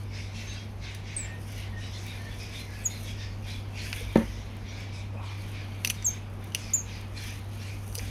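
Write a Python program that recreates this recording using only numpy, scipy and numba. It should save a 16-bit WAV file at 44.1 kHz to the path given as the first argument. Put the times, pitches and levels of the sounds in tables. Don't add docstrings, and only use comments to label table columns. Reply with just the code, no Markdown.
import sys
import numpy as np
from scipy import signal
from scipy.fft import rfft, irfft
from scipy.io import wavfile
from numba import njit

SR = 44100
rng = np.random.default_rng(int(sys.argv[2]) if len(sys.argv) > 2 else 0)


def unload_audio(sound):
    columns = np.transpose(np.atleast_2d(sound))
    steps = np.round(np.clip(columns, -1, 1) * 32767)
    wavfile.write(sys.argv[1], SR, steps.astype(np.int16))


def decibels_to_gain(level_db):
    exponent = np.asarray(level_db, float) / 20
    return 10 ** exponent


N = 357200


def rms_one(x):
    return x / np.sqrt(np.mean(x ** 2) + 1e-20)


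def in_time(rows):
    seconds, *columns = np.transpose(rows)
    return [np.interp(np.arange(N) / SR, seconds, column) for column in columns]


def drift(rate_hz):
    r = np.exp(-80 * np.pi * rate_hz / SR)
    slow = signal.lfilter([1], [1, -2 * r, r * r], rng.standard_normal(N // 40 + 2002))
    slow = slow[2000:]
    return np.interp(np.arange(N) / 40, np.arange(len(slow)), rms_one(slow))


def resonate(x, hz, width_hz):
    r = np.exp(-np.pi * width_hz / SR)
    top = np.array([1, 0, -1]) * (1 - r * r) / 2
    return signal.lfilter(top, [1, -2 * r * np.cos(2 * np.pi * hz / SR), r * r], x)


def twice(x, hz, width_hz):
    return resonate(resonate(x, hz, width_hz), hz, width_hz)


@njit
def glide(x, hz, width_hz, rate):
    r, y = np.exp(-np.pi * width_hz / rate), np.zeros(len(x))
    for i in range(2, len(x)):
        push = (1 - r * r) / 2 * (x[i] - x[i - 2])
        y[i] = push + 2 * r * np.cos(2 * np.pi * hz[i] / rate) * y[i - 1] - r * r * y[i - 2]
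    return y


def coloured(x, spectrum):
    hz, db = np.transpose(spectrum)
    f = np.fft.rfftfreq(N, 1 / SR) + 1
    gain = decibels_to_gain(np.interp(np.log(f), np.log(hz), db))
    gain = gain * np.minimum(f / hz[0], 1) ** 4 * np.minimum(hz[-1] / f, 1) ** 8
    return rms_one(irfft(rfft(x) * gain, N))


def grains(per_s, spread_db):
    size = decibels_to_gain(spread_db * np.minimum(rng.exponential(1, N), 5))
    return (rng.random(N) < per_s / SR) * size * rng.choice([-1, 1], N)


def swells(rows, rise, fall, rest_db):
    t = np.arange(0, N + 200, 100) / SR
    power = decibels_to_gain(rest_db) ** 2
    for s, hold, db in rows:
        below_db = rise * np.maximum(s - t, 0) + fall * np.maximum(t - s - hold, 0)
        power = power + decibels_to_gain(db - below_db) ** 2
    return np.interp(np.arange(N) / SR, t, np.sqrt(power))


def town():
    # pitch in Hz, strength in dB per Hz.
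    town_tone = [(16, -53), (28, -2.5), (106, -13.5), (124, -10), (153, -8), (216, -10), (399, -17),
                 (775, -20.5), (1280, -26), (2430, -31), (5830, -50), (7810, -69), (11300, -48),
                 (16000, -65)]
    # pitch in Hz, width in Hz, level in dB.
    hum_lines = [(50.5, 28, 3), (222.9, 10.6, -55), (772, 23, -68), (958, 360, -64)]
    # time in seconds, hum level in dB, rumble level in dB.
    hum_level = [(0.0, -36.5, -47.5), (0.79, -41, -45), (1.33, -39.5, -51), (1.74, -37, -42.5),
                 (2.64, -42, -50.5), (3.2, -37, -43.5), (3.88, -38.5, -48), (4.17, -39, -38),
                 (4.44, -41, -47), (5.21, -36.5, -46.5), (6.7, -40.5, -51.5), (8.1, -36.5, -44.5)]
    town_db, hum_hz = -46, 99.05
    hum_db, rumble_db = in_time(hum_level)
    out = decibels_to_gain(town_db + drift(1.2) / 2) * coloured(rng.standard_normal(N), town_tone)
    hum_phase = 2 * np.pi * hum_hz * np.arange(N) / SR + 0.5 * drift(2.5)
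    out += np.sqrt(2) * decibels_to_gain(hum_db) * np.sin(hum_phase)
    for k, (hz, width_hz, db) in enumerate(hum_lines):
        line = decibels_to_gain(db) * rms_one(twice(rng.standard_normal(N), hz, width_hz))
        if k == 0:
            line = line * decibels_to_gain(rumble_db - 1.0)
        out += line
    return out


def leaves():
    # pitch in Hz, strength in dB per Hz.
    leaf_tone = [(2940, 11.5), (5000, -14), (6160, 13), (7670, -2), (8880, 10), (11700, 9.5), (15200, -4),
                 (16600, -23)]
    # full strength at in seconds, hold in seconds, level in dB.
    stirs = [(0, 0.042, -70), (.42, 0.039, -67), (1.42, 0.19, -63), (1.85, 0.093, -69), (2.02, 0.2, -64.5),
             (2.3, 0.14, -65), (2.6, 0.012, -59.5), (2.83, 0.22, -59), (3.52, 0.0093, -62),
             (3.9, 0.088, -55), (4.2, 0.05, -60), (4.57, .01, -73), (4.81, 0.0083, -73), (4.98, 0.039, -88),
             (5.26, .02, -76), (5.4, 0.082, -63.5), (5.77, 0.098, -65), (6.1, 0.018, -67), (6.44, .01, -71),
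             (6.6, 0.14, -69), (6.9, 0.049, -66.5), (7.02, .01, -71), (7.24, 0.097, -59.5),
             (7.53, 0.12, -64.5), (7.75, 0.26, -64), (7.95, .045, -64), (8.03, .07, -65)]
    stir = swells(stirs, rise=107, fall=109, rest_db=-75)
    dry_grains = rms_one(grains(1200, spread_db=4.5))
    rustle = coloured(rng.standard_normal(N) + 0.58 * dry_grains, leaf_tone)
    return stir * decibels_to_gain(5.5 + 1.8 * drift(67) + 1.3 * drift(8.7)) * rustle


def twigs():
    # start in seconds, peak level in dB.
    ticks = [(0.4589, -51), (1.5249, -42), (2.0656, -34), (2.3431, -43), (3.6277, -50), (3.8631, -48),
             (4.568, -38), (4.8035, -44), (6.3001, -53), (6.4418, -38), (6.4455, -42), (6.186, -50),
             (6.321, -57), (6.3674, -55), (6.4114, -51), (7.0135, -40), (7.2394, -37), (7.3916, -42),
             (7.5737, -45), (8.0242, -44)]
    tick_s = 0.0015
    out, t = np.zeros(N + SR), np.arange(SR // 50) / SR
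    for s, db in ticks:
        snap = resonate(rng.standard_normal(len(t)) * np.exp(-t / tick_s), 10500, 7000.0)
        out[int(s * SR):][:len(t)] += decibels_to_gain(db - 1.5) * snap / np.abs(snap).max()
    return out[:N]


def flock():
    # pitch in Hz, strength in dB per Hz.
    flock_tone = [(760, 33), (1300, -61), (1420, 0.5), (2380, 6.5), (3060, 2), (3530, 1.5), (6160, -6),
                  (7440, -19), (8500, -5.5), (11000, 18), (18700, -120)]
    # full voice at in seconds, hold in seconds,
    # level in dB, brightness in dB, throat pitch in Hz.
    flock_calls = [(0, 0.011, -56.5, -14, 2400), (.15, 0.048, -46.5, -6, 2230),
                   (.36, 0.056, -47, -5.5, 2730), (.47, 0.1, -48.5, -8, 2770), (.84, 0.052, -46, -8, 2200),
                   (1.08, 0.1, -49.5, -5, 2220), (1.22, 0.041, -49, -15, 1850),
                   (1.49, 0.067, -51.5, -5, 2280), (1.58, 0.056, -48, -12.5, 2070),
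                   (1.81, 0.051, -49, -5.5, 1890), (1.94, 0.077, -52.5, -2, 2060),
                   (2.07, 0.091, -48.5, -10.5, 2340), (2.25, 0.089, -52, -9, 1840),
                   (2.41, 0.033, -48.5, -5.5, 2500), (2.53, 0.074, -48.5, -8, 2400),
                   (2.72, 0.1, -50.5, -8.5, 1750), (2.9, 0.069, -50.5, -9, 2120),
                   (3.06, 0.028, -49, -4, 2290), (3.2, 0.037, -47.5, -4.5, 1860),
                   (3.48, 0.027, -45, -7.5, 2440), (3.78, 0.076, -43.5, -7.5, 2550),
                   (3.97, 0.041, -46.5, -8, 2180),
                   (4.1, .04, -49.5, -17, 2400), (4.22, 0.2, -53, -9, 2030),
                    (4.5, 0.088, -57.5, -13, 2250), (4.67, 0.16, -48.5, -10.5, 2340),
                    (4.95, 0.028, -49, -7.5, 2420), (5.248, 0.066, -49, -12, 2450),
                    (5.41, 0.041, -50.5, -10.5, 2400), (5.55, 0.064, -49, -11, 2270),
                    (5.72, .06, -55, -19, 2300), (5.94, 0.064, -52.5, -9, 2320),
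                    (6.11, 0.037, -50, -11, 2350), (6.43, 0.015, -55, -20, 2280),
                    (6.579, 0.1, -48.5, -4, 2550), (6.89, 0.074, -48, -11.5, 2510),
                    (7.18, 0.1, -45, -7.5, 2430), (7.52, 0.048, -54.5, -11, 2470),
                    (7.62, 0.07, -49, -7.5, 2490), (8.02, 0.073, -48, -8, 2470)]
    rise, lead_s, tail_s = 296, 0.04, 0.046
    throat_ratios, throat_scatter, throat_db = np.array((0.97, 1.523, 2.36)), 0.096, -7
    calls = flock_calls
    rasp = swells([call[:3] for call in calls], rise, fall=82, rest_db=-67.5)
    bright_rows = [(s, hold, db + bright_db) for s, hold, db, bright_db, _ in calls]
    bright = swells(bright_rows, rise, fall=147, rest_db=-70.5)

    pulses = np.diff(np.floor(np.cumsum(1150 * (1 + 0.091 * drift(40)) / SR)), prepend=0)
    source = coloured(0.66 * rms_one(pulses) + rng.standard_normal(N), flock_tone)

    low, top, edges = 0, 0, np.geomspace(1300, 8000, num=15)
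    for k, band in enumerate(zip(edges, edges[1:])):
        band_filter = signal.butter(2, band, "band", fs=SR, output="sos")
        part = (-1) ** k * decibels_to_gain(3.0 * drift(10)) * signal.sosfilt(band_filter, source)
        if band[0] < 4500:
            low = low + part
        else:
            top = top + part
    out = decibels_to_gain(-1.0) * (rasp * rms_one(low) + bright * decibels_to_gain(2.5) * rms_one(top))

    for s, hold, db, _, hz in calls:
        air, scatter = rng.standard_normal(SR // 2), rng.standard_normal(3)
        at, length = int(max(s - lead_s, 0) * SR), lead_s + hold + tail_s
        t = np.arange(min(int(length * SR), N - at)) / SR
        throat_hz = hz * throat_ratios * (1 + throat_scatter * scatter * [0, 1, 1])
        voice = 0
        for k, f in enumerate(throat_hz):
            ring = twice(air, f, 170 + (60 + 0.057 * f) * k)[-len(t):]
            voice = voice + decibels_to_gain(-4.5 * k) * rms_one(ring)
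        swell = np.sqrt(np.abs(np.sin(np.pi * t / length)))
        out[at:][:len(t)] += decibels_to_gain(db + throat_db) * swell * voice
    return out


def whistles():
    # start in seconds, length in seconds, from pitch in Hz, to pitch in Hz, level in dB.
    clear_notes = [(0.368, 0.085, 2740, 2750, -50), (.43, .15, 6320, 6380, -49),
                   (.54, .098, 3251, 3275, -46), (.54, 0.055, 4820, 4830, -49), (.8, .14, 2240, 2060, -54),
                   (0.844, 0.076, 3650, 3600, -50), (1.201, 0.22, 1860, 1824, -48),
                   (1.707, 0.12, 1840, 1860, -44), (1.82, 0.057, 2950, 2920, -49),
                   (1.909, .11, 2100, 2060, -53.5), (2.05, .09, 2350, 2400, -57),
                   (2.179, 0.13, 1790, 1800, -48), (2.37, .11, 2540, 2470, -51),
                   (2.5, .06, 2280, 2300, -51), (2.543, 0.075, 2410, 2426, -52),
                   (2.582, 0.11, 2100, 2080, -53.5), (2.68, .15, 1720, 1696, -54),
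                   (2.89, .1, 2200, 2100, -50), (3.18, 0.19, 1890, 1820, -54),
                   (3.72, 0.067, 2550, 2850, -49), (3.962, 0.0334, 1510, 1780, -48),
                   (4.25, 0.065, 3110, 3170, -54), (7.27, .07, 2990, 2880, -52)]
    width_hz, clear_share = 55, 0.45
    out = np.zeros(N)
    for s, length, from_hz, to_hz, db in clear_notes:
        air = rng.standard_normal(SR // 3)
        t = np.arange(int(length * SR)) / SR
        hz = np.interp(np.arange(len(air)), [len(air) - len(t), len(air)], [from_hz, to_hz])
        breath = glide(glide(air, hz, width_hz, SR), hz, width_hz, SR)[-len(t):]
        tone = np.sqrt(2) * np.sin(2 * np.pi * np.cumsum(hz[-len(t):]) / SR)
        note = clear_share * tone + (1 - clear_share) * rms_one(breath)
        out[int(s * SR):][:len(t)] += decibels_to_gain(db) * np.sin(np.pi * t / length) * note
    return out


def cries():
    # start in seconds, length in seconds, pitch in Hz, level in dB.
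    cry_rows = [(0.133, 0.099, 5130, -50.5), (.46, 0.12, 3840, -51), (0.527, .13, 4890, -65),
                (0.862, 0.078, 3700, -59), (1.14, 0.13, 2300, -51), (1.801, .09, 2930, -53),
                (1.81, 0.075, 3900, -50.5), (1.915, 0.094, 3590, -49.5), (1.925, 0.066, 4120, -49.5),
                (2.067, 0.068, 3760, -49), (2.295, 0.064, 3440, -51.5), (2.535, 0.045, 3580, -45),
                (2.574, 0.067, 4100, -48), (2.75, 0.11, 2500, -53), (2.891, .11, 4130, -51),
                (2.89, 0.055, 3670, -51), (3.047, .11, 3310, -50), (3.176, 0.11, 3670, -53),
                (3.49, 0.063, 4000, -49), (3.518, 0.076, 3400, -50), (3.776, 0.056, 4200, -48),
                (4.66, 0.067, 5700, -53), (4.79, .05, 5400, -56), (5.161, 0.056, 2500, -50.5),
                (5.963, 0.045, 3660, -52), (6.6, 0.095, 5140, -53), (6.902, 0.095, 4900, -55),
                (7.162, 0.036, 4200, -44), (7.26, .07, 4900, -55), (7.592, 0.053, 5500, -57)]
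    width_hz = 240
    out = np.zeros(N + SR)
    for s, length, hz, db in cry_rows:
        t = np.arange(int(length * SR)) / SR
        voice = rms_one(twice(rng.standard_normal(SR // 4), hz, width_hz)[-len(t):])
        out[int(s * SR):][:len(t)] += decibels_to_gain(db) * np.sin(np.pi * t / length) * voice
    return out[:N]


def near_bird():
    # time in seconds, pitch in Hz, level in dB.
    chirps = [
        [(1.161, 8600, -70), (1.166, 8500, -27), (1.174, 8320, -30.5), (1.182, 8130, -39), (1.205, 7850, -35),
         (1.222, 7700, -45), (1.24, 7330, -43), (1.262, 7340, -49)],
        [(2.836, 8500, -53), (2.853, 7300, -37), (2.859, 6800, -24.5), (2.865, 6760, -21.5), (2.876, 6580, -34),
         (2.89, 7060, -54)],
        [(6.0445, 8450, -45), (6.047, 7700, -33), (6.056, 7200, -24.5), (6.0615, 7500, -28), (6.067, 6500, -20),
         (6.075, 6420, -29), (6.087, 6390, -22), (6.104, 6360, -35.5), (6.112, 6280, -39)],
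        [(6.733, 6700, -62), (6.736, 6410, -24), (6.741, 7050, -19), (6.748, 7380, -22), (6.752, 7100, -24),
         (6.757, 7050, -25), (6.762, 6820, -33), (6.8, 6530, -38), (6.819, 6340, -45)],
    ]
    octave_db, wall_echo_s, wall_echo_db = -19.5, 0.0098, -13
    out, flutter_db = np.zeros(N), 2.5 * drift(120)
    for rows in chirps:
        hz, db = in_time(rows)
        first, last = rows[0][0], rows[-1][0]
        gate, = in_time([(first - 0.002, 0), (first + 0.002, 1), (last - 0.003, 1), (last + 0.003, 0)])
        db = db + flutter_db * np.clip((db.max() - db) / 15, 0, 1)
        phase = 2 * np.pi * np.cumsum(hz) / SR
        octave = decibels_to_gain(octave_db + 0.27 * (db - db.max())) * np.sin(2 * phase)
        out += np.sqrt(2) * gate * decibels_to_gain(db) * (np.sin(phase) + octave)
    return out + decibels_to_gain(wall_echo_db) * np.roll(out, int(wall_echo_s * SR))


def sole():
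    # time in seconds, pitch in Hz, level in dB.
    squeak = [(5.12, 427, -65), (5.15, 490, -47), (5.172, 600, -55), (5.2, 880, -48), (5.26, 1000, -51),
              (5.33, 1050, -53), (5.38, 1204, -65)]
    hz, db = in_time(squeak)
    slips = glide(glide(rng.standard_normal(N), hz, 450.0, SR), hz, 450.0, SR)
    return decibels_to_gain(db + 2.2 * drift(25)) * rms_one(slips)


def planter():
    # start in seconds, level in dB.
    taps = [
        (4.009, -41),
        (7.978, -41),
    ]
    out, t = np.zeros(N), np.arange(SR // 20) / SR
    thud = t / 0.0035 * np.exp(1 - t / 0.0048) * np.sin(2 * np.pi * 480 * t)
    for s, db in taps:
        out[int(s * SR):][:len(t)] += decibels_to_gain(db) * thud
    return out


def bucket():
    # start in seconds, level in dB, hardness in Hz.
    landings = [
        (4.1566, -18, 2500),
        (4.159, 2, 706),
        (4.1636, -19.5, 1120),
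        (4.1812, -5, 280),
        (4.194, -24, 1200),
        (4.21, -21, 1200),
        (4.172, -26, 1500),
        (4.187, -24, 1800),
        (4.219, -20.5, 900),
        (4.23, -29, 1500),
    ]
    # pitch in Hz, level in dB, time to fall by 60 dB in seconds.
    wall_notes = [(132, -24, 0.063), (228, -2, 0.16), (349, 8.5, 0.019), (550, 8.5, 0.022), (774, -12, 0.1),
                  (915, 1.5, 0.037), (1780, 4, 0.031), (2500, -10, .04)]
    blows = np.zeros(N) + 1e-18
    t = np.arange(SR // 50) / SR
    for s, db, hard_hz in landings:
        push = t * np.exp(-2 * np.pi * hard_hz * t)
        blows[int(s * SR):][:len(t)] += decibels_to_gain(db) * push / push.sum()
    out = 0
    for hz, db, t60 in wall_notes:
        r, w = decibels_to_gain(-60 / (t60 * SR)), 2 * np.pi * hz / SR
        out = out + decibels_to_gain(db) * signal.lfilter([0, np.sin(w)], [1, -2 * r * np.cos(w), r * r], blows)
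    no_bass = signal.butter(2, 130, "high", fs=SR, output="sos")
    return 0.21 * signal.sosfilt(no_bass, out)


def cuttings():
    out, t = np.zeros(N), np.arange(SR // 8) / SR
    rattle = twice(grains(2800, spread_db=0.0)[:len(t)], 1000, 1640.0)
    out[int(4.156 * SR):][:len(t)] = decibels_to_gain(-35.5) * rms_one(rattle) * np.exp(-t / 0.043)
    return out


def shears():
    # time in seconds, peak level in dB, main ring in Hz,
    # blade ring in dB, treble in dB.
    snips = [(0.948, -34, 2010, -3, -5), (2.59, -41, 2140, -11, -15), (3.929, -15, 2550, -30, -28),
             (3.962, -29, 2300, -24, -22), (4.1574, -20.5, 1760, -32, -17), (4.1735, -28.5, 1710, -6, -8.5),
             (5.848, -11.5, 2800, -10, -6), (5.8738, -22, 2630, 3, -2), (5.9, -13, 2930, -2.5, -6),
             (5.9048, -18, 2500, -12, 1), (6.025, -33, 1910, -2.5, -19), (6.521, -38, 3060, -9, -17),
             (6.5482, -12, 2800, -5, -5), (7.878, -50.5, 2600, 7, 13), (7.926, -53, 2630, 14, 12),
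             (7.9529, -29.5, 2860, 0, 6), (7.979, -32, 4770, -3, -3), (7.9853, -28.5, 5000, 1, -6),
             (5.841, -38, 2800, -6, -20), (5.849, -19.5, 4600, -4, -12), (5.857, -26.5, 2900, -6, -4),
             (5.87, -39, 2900, -6, 3), (5.896, -30, 3220, -2, -6), (6.553, -27, 2770, -2, -9),
             (7.993, -30, 2200, -12, -15), (7.948, -39, 4830, -6, 0), (7.9535, -28, 4650, -4, -11),
             (3.929, -24, 1700, -22, -20)]
    # pitch in Hz, width in Hz, level in dB.
    blade_rings = [(5900, 600, 1), (4600, 1000, -9)]
    # pitch in Hz, width in Hz, level in dB.
    treble_rings = [(8800, 4700, 11), (11140, 2900, 10.5), (12400, 2700, 10)]
    out, t = np.zeros(N + SR), np.arange(SR // 10) / SR
    for s, db, hz, blade_db, treble_db in snips:
        crunch_s = 0.0009 * (1 + 0.06 * np.clip(-19 - db, 0, 15))
        late = t / crunch_s - 8
        after = late > 0
        burst = np.exp(-(late * np.where(after, 0.8, 1.6)) ** 2)
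        skirt = np.where(after, 0.5 * np.exp(-late / 7), 0.08 * np.exp(late / 3))
        rough = rng.standard_normal(len(t)) * (burst + skirt)
        crunch = rough + 3.8 * np.diff(late >= 0, prepend=False)

        handle = twice(crunch, hz, 880.0) + 0.22 * twice(crunch, 3550, 2100.0)
        handle = signal.sosfilt(signal.butter(2, 0.7 * hz, "high", fs=SR, output="sos"), handle)
        handle = handle + 0.08 * resonate(crunch, 1200, 1500)
        blade = 0.5 * twice(crunch, 5300, 2900.0)
        for f, width_hz, ring_db in blade_rings:
            blade = blade + decibels_to_gain(ring_db) * twice(crunch, f, width_hz)
        treble = 0
        for k, (f, width_hz, ring_db) in enumerate(treble_rings):
            treble = treble + (-1) ** k * decibels_to_gain(ring_db) * twice(rough, f, width_hz)

        at = int((s - 8 * crunch_s) * SR)
        for part, part_db in (handle, -2.5), (blade, blade_db), (treble, treble_db):
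            out[at:][:len(t)] += decibels_to_gain(db + part_db) * part / np.abs(part).max()
    return out[:N]


def yard(x):
    t60_s = 0.2
    t = np.arange(SR // 2) / SR
    hits = rng.random(len(t)) < 0.01 + 3 * t
    tail = rng.standard_normal(len(t)) * hits * decibels_to_gain(-60 * t / t60_s) * (t > 0.006)
    return signal.fftconvolve(x, tail / np.sqrt(np.sum(tail ** 2)))[:N]


def scene():
    background = town() + leaves()
    far = flock() + whistles() + cries()
    near = twigs() + near_bird() + sole() + planter() + bucket() + cuttings() + shears()
    echo = decibels_to_gain(-18) * yard(near + 3.74 * far)
    return (near + far + echo + background)[None]


def low_pass(x):
    return signal.sosfilt(signal.butter(12, 15830, fs=SR, output="sos"), x)


def record(dry):
    top_cut = signal.cheby2(16, 40, 16800, fs=SR, output="sos")
    mix = signal.sosfilt(top_cut, dry)
    return low_pass(mix)


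dry = scene()
out = record(dry)
unload_audio(out)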